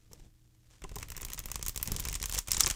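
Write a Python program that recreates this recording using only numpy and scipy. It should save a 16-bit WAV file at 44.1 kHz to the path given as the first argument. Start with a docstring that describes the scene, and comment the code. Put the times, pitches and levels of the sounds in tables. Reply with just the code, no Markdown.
"""Playing cards riffle together on a cloth-covered table, the two halves of the deck getting louder.
Each card snaps off a thumb and slaps the pile, pushing out a low puff of air as it lands.
Edges slip with tiny whistles, and the packets knock on the table.
Hands rustle over the cards and shake a rumble from the table top; faint hum and hiss lie underneath."""
import sys
import numpy as np
from scipy import signal
from scipy.fft import rfft, irfft
from scipy.io import wavfile
from scipy.ndimage import uniform_filter1d

SR = 44100
rng = np.random.default_rng(int(sys.argv[2]) if len(sys.argv) > 2 else 0)


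def to_wav(s):
    """Save 16-bit WAV."""
    ch = np.atleast_2d(s).T  # columns
    pcm = np.round(np.clip(ch, -1, 1) * 32767)  # PCM
    wavfile.write(sys.argv[1], SR, pcm.astype(np.int16))


N = 121275

# Cards leaving the thumbs; levels are relative, and the push also drives the thud:
# (time [s], rise [ms], hold [ms], snap [dB], slap [dB], sizzle [dB], push [dB])
CARD_HITS = [(0.118, 1.3, 2, -63, -61, -59, -62), (0.1321, 0.36, 1, -46.5, -61.5, -48, -72),
             (0.1967, 0.97, 1.7, -62, -68, -65, -76), (0.8186, 0.56, 1.5, -54, -46.5, -56, -44.5),
             (0.839, 0.27, 3.2, -45, -44.5, -56, -54), (0.8931, 0.06, 0.74, -49, -47, -56, -66),
             (0.9131, 2.2, 4.8, -56, -54, -58, -41), (0.9422, 0.25, 0.79, -54.0, -54, -65.0, -67),
             (0.9571, 0.27, 3, -42, -49, -38, -45), (0.9627, 1.2, 1.1, -42, -50, -56.0, -66),
             (0.9851, 0.18, 1.2, -38.5, -46.5, -43, -44), (0.9967, 0.87, 3.5, -50, -54, -48, -44),
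             (1.0071, 1.7, 0.6, -48, -47, -57, -52), (1.015, 4.8, 0.4, -51, -51.5, -51, -46.5),
             (1.0254, 3, 1.05, -35, -36.5, -40, -40.5), (1.0844, 0.51, 1.3, -48.5, -48, -44, -72),
             (1.1021, 0.099, 0.75, -40.5, -47, -34, -42), (1.1174, 1.5, 2, -40.5, -43, -40, -48.5),
             (1.1483, 0.21, 0.75, -51, -46.5, -66, -70), (1.1558, 1.7, 1.5, -70, -50, -68, -54),
             (1.1659, 0.27, 0.7, -37.5, -48, -35, -43.5), (1.1754, 1.9, 1.5, -39, -42.5, -40, -42.5),
             (1.2, 1.1, 1.1, -55, -45, -65, -62), (1.2084, 2.6, 1.7, -43.5, -49, -40, -67),
             (1.217, 0.092, 0.94, -39, -55, -35.5, -42.5), (1.2276, 2.5, 1.3, -40, -41.5, -58, -40.5),
             (1.2497, 0.071, 1.7, -35.5, -48, -31.5, -42.5), (1.265, 0.82, 1, -54.0, -46, -46, -72),
             (1.284, 0.33, 1, -43.5, -44, -47, -45), (1.3, 1.4, 1.4, -40, -43.5, -38.5, -47),
             (1.318, 0.6, 0.61, -44, -42, -50, -71), (1.327, 0.3, 0.71, -42, -49, -60, -72),
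             (1.3332, 0.16, 0.78, -33.5, -43, -29.5, -57), (1.344, 0.89, 0.74, -40.5, -50, -44, -42),
             (1.3766, 0.85, 0.52, -36.5, -36.5, -53, -57), (1.383, 0.55, 0.87, -41, -44.5, -58, -79),
             (1.391, 0.2, 1.4, -35.5, -51, -32.5, -43.5), (1.4, 0.65, 0.85, -42, -41.5, -40, -47),
             (1.4373, 0.85, 1.4, -44, -45.5, -66, -70), (1.4572, 0.23, 0.69, -37, -44, -29.5, -39.5),
             (1.485, 0.46, 1.2, -47, -45.5, -46, -85), (1.5007, 0.28, 1, -46, -49.5, -55, -44),
             (1.516, 0.073, 1.1, -31.5, -40, -30, -43.5), (1.5424, 0.92, 1.1, -39, -45.5, -59, -45.5),
             (1.557, 0.23, 0.3, -28.5, -36, -32, -39.5), (1.5932, 0.23, 1.8, -49, -47.5, -48, -39.5),
             (1.6092, 3.3, 1.6, -47, -46.5, -59, -62.0), (1.627, 0.17, 0.9, -30, -40.5, -33, -38),
             (1.651, 1, 0.6, -39, -54, -46, -76), (1.6632, 0.26, 0.63, -32, -40, -28.5, -43.5),
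             (1.6694, 0.79, 0.2, -36, -45, -56, -69), (1.682, 0.28, 2, -30, -44, -25, -37.5),
             (1.6936, 0.28, 0.58, -31.5, -40.5, -29.5, -40.5), (1.7454, 0.74, 0.9, -50, -49, -44, -59),
             (1.7601, 0.29, 1.3, -33, -41.5, -29, -38.5), (1.7759, 0.16, 0.47, -30, -43.5, -29, -41),
             (1.7985, 0.42, 0.9, -47, -43.5, -54, -46), (1.812, 1.6, 0.77, -47, -46, -42, -38.5),
             (1.8282, 0.13, 1, -31, -37.5, -19, -43), (1.8574, 0.13, 0.74, -42, -47, -49, -72),
             (1.861, 1.5, 0.5, -46, -51, -42, -40.5), (1.875, 0.22, 0.45, -31, -38.5, -28.5, -42),
             (1.8827, 0.83, 1, -40, -43.5, -56, -57), (1.8956, 0.41, 1.4, -57, -44, -59, -51),
             (1.9052, 0.54, 1.2, -50, -61, -62, -40.5), (1.918, 0.68, 0.93, -29.5, -39, -24.5, -33),
             (1.9427, 1.5, 1, -42, -45, -57, -58), (1.949, 3.4, 1.7, -46.0, -51, -62, -38),
             (1.9637, 0.28, 0.52, -26.5, -38.5, -32, -69), (1.9848, 0.33, 1.3, -42, -45.5, -51, -76),
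             (1.9912, 0.3, 1.2, -43, -44, -45, -73), (1.9973, 0.26, 1.5, -35, -42.5, -29, -39),
             (2.002, 0.25, 1.4, -33.5, -50, -30, -69), (2.0242, 0.78, 0.6, -43, -43.5, -65, -71),
             (2.0375, 1.9, 1.3, -38.5, -46, -55, -41), (2.0517, 0.33, 0.67, -32, -37.5, -31, -38.5),
             (2.0538, 2.7, 1.3, -44, -40, -57, -54), (2.0667, 1.7, 1.5, -68, -43, -68.0, -35),
             (2.072, 2.2, 0.88, -37, -51, -57, -65), (2.0851, 0.47, 0.44, -28.5, -35, -28, -38),
             (2.0951, 1.9, 1.1, -34.5, -49, -60, -67), (2.1073, 2.1, 1.1, -50, -49.0, -55, -39),
             (2.1133, 2.8, 1.5, -40, -53, -46, -70), (2.1276, 0.25, 1.7, -35.5, -37.5, -34, -41),
             (2.1411, 0.73, 0.75, -29, -43, -53, -54), (2.1522, 0.16, 2.2, -32, -44, -37.0, -38),
             (2.1551, 2.1, 1.8, -38, -41, -38, -44), (2.1991, 0.77, 0.63, -37, -44.5, -48, -62.0),
             (2.2098, 2.6, 1.0, -58, -47, -69, -37.5), (2.216, 0.72, 1.5, -35.5, -62, -55, -67),
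             (2.2272, 0.17, 0.69, -28.5, -37.5, -29, -42), (2.2391, 0.33, 0.54, -29, -35.5, -56, -37),
             (2.257, 0.66, 0.54, -29, -39.5, -26, -43), (2.2843, 0.99, 1.1, -42, -60, -48, -64),
             (2.2956, 0.35, 1.1, -35.5, -38.5, -29.5, -38.5), (2.3115, 2.5, 1.3, -35, -61, -52, -70),
             (2.3244, 0.11, 0.75, -31.5, -39, -30, -41.5), (2.334, 2.6, 1.3, -31, -46, -44.0, -62.0),
             (2.3421, 0.39, 2.4, -34.5, -41.5, -37, -37.5), (2.3482, 0.21, 1.1, -31.5, -44, -30, -49),
             (2.3544, 1.8, 0.88, -33, -37, -44.0, -60), (2.3648, 1.3, 6.1, -42, -46, -45, -36.5),
             (2.3741, 4.3, 0.79, -26.5, -51, -44.0, -69), (2.383, 0.32, 1.3, -32.5, -32.5, -38.0, -35.5),
             (2.3881, 0.31, 1, -24, -45, -25, -68), (2.4719, 2.6, 0.68, -36, -44, -43, -60),
             (2.4829, 0.098, 3.1, -35.5, -38.5, -37, -39), (2.4925, 1.2, 0.56, -47, -51, -59, -40),
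             (2.506, 1.9, 1.5, -28.5, -40.5, -51, -70), (2.5165, 0.2, 1, -18.5, -33.5, -18.5, -43),
             (2.5321, 0.82, 1.1, -26, -37.5, -54, -40.5), (2.542, 4.6, 0.6, -23.5, -37, -47, -39.5),
             (2.565, 3.7, 1.3, -25, -36, -40, -55), (2.5771, 1.6, 2.6, -39, -40, -36, -35),
             (2.5937, 4.5, 6.2, -25, -38, -46, -68), (2.6063, 0.2, 0.77, -12.5, -25, -17.5, -71),
             (2.6318, 2.7, 1.3, -31, -46, -49, -68), (2.6363, 0.65, 0.58, -30, -53, -44, -72),
             (2.644, 1.3, 0.6, -30, -31, -52, -36), (2.6612, 0.3, 0.37, -21.5, -57, -32, -70),
             (2.6666, 1.2, 0.91, -24.5, -26, -44, -40), (2.6744, 0.96, 0.72, -29, -32, -25, -55),
             (2.6847, 2.6, 1.4, -35, -72, -54, -46.5), (2.6982, 2.6, 1.9, -25.5, -31.5, -35, -72),
             (2.707, 3.3, 1.3, -26, -32, -30, -33.5)]
# Tone of a card: (frequency [Hz], gain [dB])
CARD_EQ = [(71, -32), (120, -12.5), (317, -22.5), (390, -12), (615, -17), (1050, -5), (1530, -11),
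           (1960, -6.5), (3090, -7), (4480, -9), (5510, -2.5), (7060, -1), (10200, -7.5), (15200, -3.5),
           (16800, -31)]
# A card's four bands, in the order snap, slap, sizzle, thud: (low edge [Hz], high edge [Hz])
BAND_EDGES = [(3200, 9800), (650, 3200), (9800, 17500), (130, 650)]
BAND_DECAY = [1.89, 3.27, 1.12, 2.3]  # die-away per band: (time constant [ms])
BAND_GAIN = [-3.5, -4.5, -7, -14]  # balance per band: (gain [dB])
TICK_GAIN = [17, 16, 17, 13]  # opening tick per band: (gain [dB])
FLUTTER_GAIN = [-8.5, -12, -10, -8]  # the card fluttering on, per band: (gain [dB])
ROOM_SEND = [-12.5, -10, -13, -13.5]  # room tail per band: (gain [dB])
ROOM_T60 = [0.16, 0.12, 0.14, 0.06]  # room decay per band: (time to fall 60 dB [s])
# Card edges slipping: (time [s], pitch [Hz], level [dB])
EDGE_SLIPS = [(2.5455, 7600, -27), (2.5685, 7300, -21), (2.6344, 5260, -17), (2.639, 5270, -16.5),
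              (2.661, 6130, -20), (2.7, 7900, -23)]
# Packets hitting the table: (time [s], relative level [dB], best-excited pitch [Hz], tuning [ratio])
PACKET_KNOCKS = [(0.113, -41, 444, 1.1), (0.132, -39, 440, 1.17), (0.196, -44, 380, 0.86),
                 (.84, -27.5, 270, 0.94), (0.847, -27.5, 900, 0.98), (.96, -28, 264, 1.02),
                 (0.966, -28, 900, .99), (1.881, -34, 230, 1.28), (1.918, -27.5, 258, 1.46),
                 (2.667, -25, 374, 0.88), (2.677, -31.5, 420, 1.3)]
# Modes of a knock: (frequency before tuning [Hz], gain [dB], time to fall 60 dB [s])
KNOCK_MODES = [(126, -2, 0.049), (180, -11, 0.071), (408, -11, 0.055), (795, -11.5, 0.027),
               (1038, -9, 0.031)]
# Hands sliding over the cards: (time [s], level [dB])
RUSTLE_FADER = [(0., -73.5), (.1, -72.5), (.13, -67), (.26, -69.5), (.31, -78.5), (.62, -76), (.705, -69.5),
                (.715, -64), (.76, -67), (.81, -69.5), (1., -65.5), (1.65, -61.5), (1.73, -61.5),
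                (1.9, -55), (2.19, -60), (2.36, -51), (2.44, -66.5), (2.5, -54), (2.62, -43), (2.65, -50),
                (2.69, -54), (2.75, -50.5)]
# Tone of the rustle: (frequency [Hz], gain [dB])
RUSTLE_EQ = [(290, -5.5), (500, -4), (605, -7), (7490, -6.5), (15000, -27), (16800, -36)]
# Table shaking under the hands: (time [s], level [dB])
RUMBLE_FADER = [(0., -73), (.085, -62.5), (.12, -51.5), (.27, -53.5), (.32, -75), (.8, -69.5), (.84, -49),
                (1.7, -49.5), (1.73, -56), (1.85, -52), (1.89, -37.5), (1.97, -39), (2.05, -45.5),
                (2.39, -56.5), (2.44, -61), (2.68, -35.5), (2.75, -94)]
# Tone of the rumble: (frequency [Hz], gain [dB])
RUMBLE_EQ = [(8.8, -17), (15, 8), (117, -7), (203, -16), (241, -18), (900, -33.5), (1170, -67),
             (1980, -120)]
# Low room noise and hiss: (frequency [Hz], gain [dB])
ROOM_TONE_EQ = [(8.8, -31), (15, 6.5), (121, -7), (172, -15.5), (319, -21), (816, -44.5), (15000, -35),
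                (16800, -67)]
# Steady hum: (frequency [Hz], level [dB])
HUM_TONES = [(118.4, -68.5), (317.6, -80)]


def card_snaps():
    """Each card snaps off a thumb and slaps the pile: a sharp tick, crackle, flutter and room tail."""
    ms = np.arange(2000) / SR * 1000
    decay_ms, flutter_ms = np.array(BAND_DECAY)[:, None], 3.5
    flutter = amp(FLUTTER_GAIN)[:, None] * np.exp(-ms / flutter_ms)
    envelopes, ticks = np.zeros((4, N)), np.zeros((4, N))
    for start, rise, hold, *levels_db in CARD_HITS:
        attack = np.minimum(ms / rise, 1) ** 1.7
        release = np.exp(-np.maximum(ms - rise - hold, 0) / decay_ms)
        add(envelopes, start, attack * (release + flutter) * amp(levels_db)[:, None])
        tick = amp(levels_db) * amp(TICK_GAIN) * np.exp(-rise)  # a slow attack softens the tick
        add(ticks, start + rise / 1000, tick[:, None])
    drive = crackle(spread_db=2.5) * envelopes + ticks + room_tail(envelopes)
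    body, out = impulse_response(CARD_EQ), np.zeros(N)
    for band_drive, edges, db in zip(drive, BAND_EDGES, BAND_GAIN):
        band = signal.sosfilt(signal.butter(5, edges, "band", fs=SR, output="sos"), body)
        out += amp(db) * signal.oaconvolve(band_drive, band / np.linalg.norm(band))[:N]
    return out


def crackle(spread_db):
    """The grit in a snap: tiny ticks of uneven size, levelled over about 2 ms."""
    size = amp(spread_db * np.minimum(rng.exponential(1, N), 4))
    ticks = size * rng.standard_normal(N)
    return ticks / np.sqrt(uniform_filter1d(ticks ** 2, size=100))


def air_puffs():
    """A falling card squeezes air out: pressure builds, drops at the landing, the table swings back."""
    build_ms, drop_ms, landing_ms, rush_ms = 5.5, 3.02, 2.45, 0.71
    swing_hz, damping, lead_samples = 37.1, 0.17, 1500
    ms = np.arange(-lead_samples, 4000) / SR * 1000 - landing_ms  # zero at the landing
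    pressure = np.where(ms < 0, np.exp(ms / build_ms), np.exp(-(ms / drop_ms) ** 2))
    pressure += 0.48 * np.exp(-(ms / rush_ms) ** 2)  # the last rush of air
    omega = 2 * np.pi * swing_hz
    table_swing = signal.bilinear([1, 0, 0], [1, 2 * damping * omega, omega ** 2], SR)
    puff, out = signal.lfilter(*table_swing, pressure), np.zeros(N)
    for start, *_, push_db in CARD_HITS:
        add(out, start - lead_samples / SR, amp(push_db + 2) * puff / abs(puff).max())
    return out


def edge_slips():
    """A slipping card edge whistles for a few cycles of one pitch."""
    ms, out = np.arange(600) / SR * 1000, np.zeros(N)
    rise_ms, decay_ms = 0.33, 0.79
    envelope = (1 - np.exp(-ms / rise_ms)) * np.exp(-ms / decay_ms)
    for start, hz, db in EDGE_SLIPS:
        add(out, start, amp(db) * envelope / envelope.max() * sine(hz, ms / 1000))
    return out


def packet_knocks():
    """A packet knocks on the table and rings a few modes, favouring those near its best-excited pitch."""
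    t, out = np.arange(5000) / SR, np.zeros(N)
    hz, mode_db, t60 = np.transpose(KNOCK_MODES)[..., None]
    attack = np.minimum(t / .001, 1)
    for start, level_db, best_hz, tuning in PACKET_KNOCKS:
        loss_db = 6.5 * np.log2(tuning * hz / best_hz) ** 2  # 6.5 dB down one octave away
        modes = amp(mode_db - loss_db - 60 * t / t60) * sine(tuning * hz, t)
        add(out, start, amp(level_db) * attack * modes.sum(0))
    return out


def hand_rustle():
    """Fingers and card faces slide with a grainy swish."""
    grain_db = 3 * unit_rms(uniform_filter1d(rng.standard_normal(N), size=150))
    return fader(RUSTLE_FADER) * unit_rms(amp(grain_db) * shaped_noise(RUSTLE_EQ))


def table_rumble():
    """The table top shakes under the hands."""
    return fader(RUMBLE_FADER) * shaped_noise(RUMBLE_EQ)


def room_tail(envelopes):
    """The room answers the cards about 3 ms later with a diffuse wash that dies away."""
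    feedback = 10 ** (-6 / (np.array(ROOM_T60) * SR))
    delayed_power = np.roll(envelopes ** 2, 130, axis=1)
    power = [signal.lfilter([1 - r], [1, -r], band) for r, band in zip(feedback, delayed_power)]
    return amp(ROOM_SEND)[:, None] * np.sqrt(power) * rng.standard_normal(envelopes.shape)


def room_tone():
    """A quiet bed of low room noise, hiss and two hum tones."""
    t = np.arange(N) / SR
    hum = sum(amp(db) * np.sqrt(2) * sine(hz, t) for hz, db in HUM_TONES)
    return amp(-64) * shaped_noise(ROOM_TONE_EQ) + hum


def amp(db):
    """Decibels to amplitude."""
    return 10 ** (np.asarray(db) / 20)


def unit_rms(x):
    """The signal levelled to rms 1."""
    return x / np.sqrt(np.mean(x ** 2) + 1e-20)


def sine(hz, t):
    """One sine per frequency, each at a random phase."""
    return np.sin(2 * np.pi * (hz * t + rng.random(np.shape(hz))))


def eq_gain(eq, hz):
    """Amplitude of an EQ curve, drawn on a log frequency axis."""
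    points_hz, db = np.transpose(eq)
    return amp(np.interp(np.log(hz + 1), np.log(points_hz + 1), db))


def fader(points):
    """A gain ride through (time [s], level [dB]) points."""
    t, db = np.transpose(points)
    return amp(np.interp(np.arange(N) / SR, t, db))


def add(mix, start, sound):
    """Lay a sound into the mix at start [s]."""
    part = mix[..., round(start * SR):][..., :sound.shape[-1]]
    part += sound[..., :part.shape[-1]]


def shaped_noise(eq):
    """Steady noise through an EQ curve, rms 1."""
    spectrum = rfft(rng.standard_normal(N)) * eq_gain(eq, np.fft.rfftfreq(N, 1 / SR))
    return unit_rms(irfft(spectrum, N))


def impulse_response(eq, size=4096):
    """A ring with the tone of an EQ curve that starts at once (minimum phase)."""
    log_gain = np.log(eq_gain(eq, abs(np.fft.fftfreq(size, 1 / SR))))
    spectrum = np.exp(np.conj(signal.hilbert(log_gain)))
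    return np.fft.ifft(spectrum).real[:size // 2]


def scene():
    """The riffle over hands, table and room, in mono."""
    riffle = card_snaps() + edge_slips() + packet_knocks() + air_puffs()
    return (riffle + hand_rustle() + table_rumble() + room_tone())[None]


def record(dry):
    """A steep high cut at 16.5 kHz."""
    high_cut = signal.firwin(511, 16500, window=("kaiser", 9), fs=SR)
    return signal.oaconvolve(dry, high_cut[None], "same")


dry = scene()
out = record(dry)
to_wav(out)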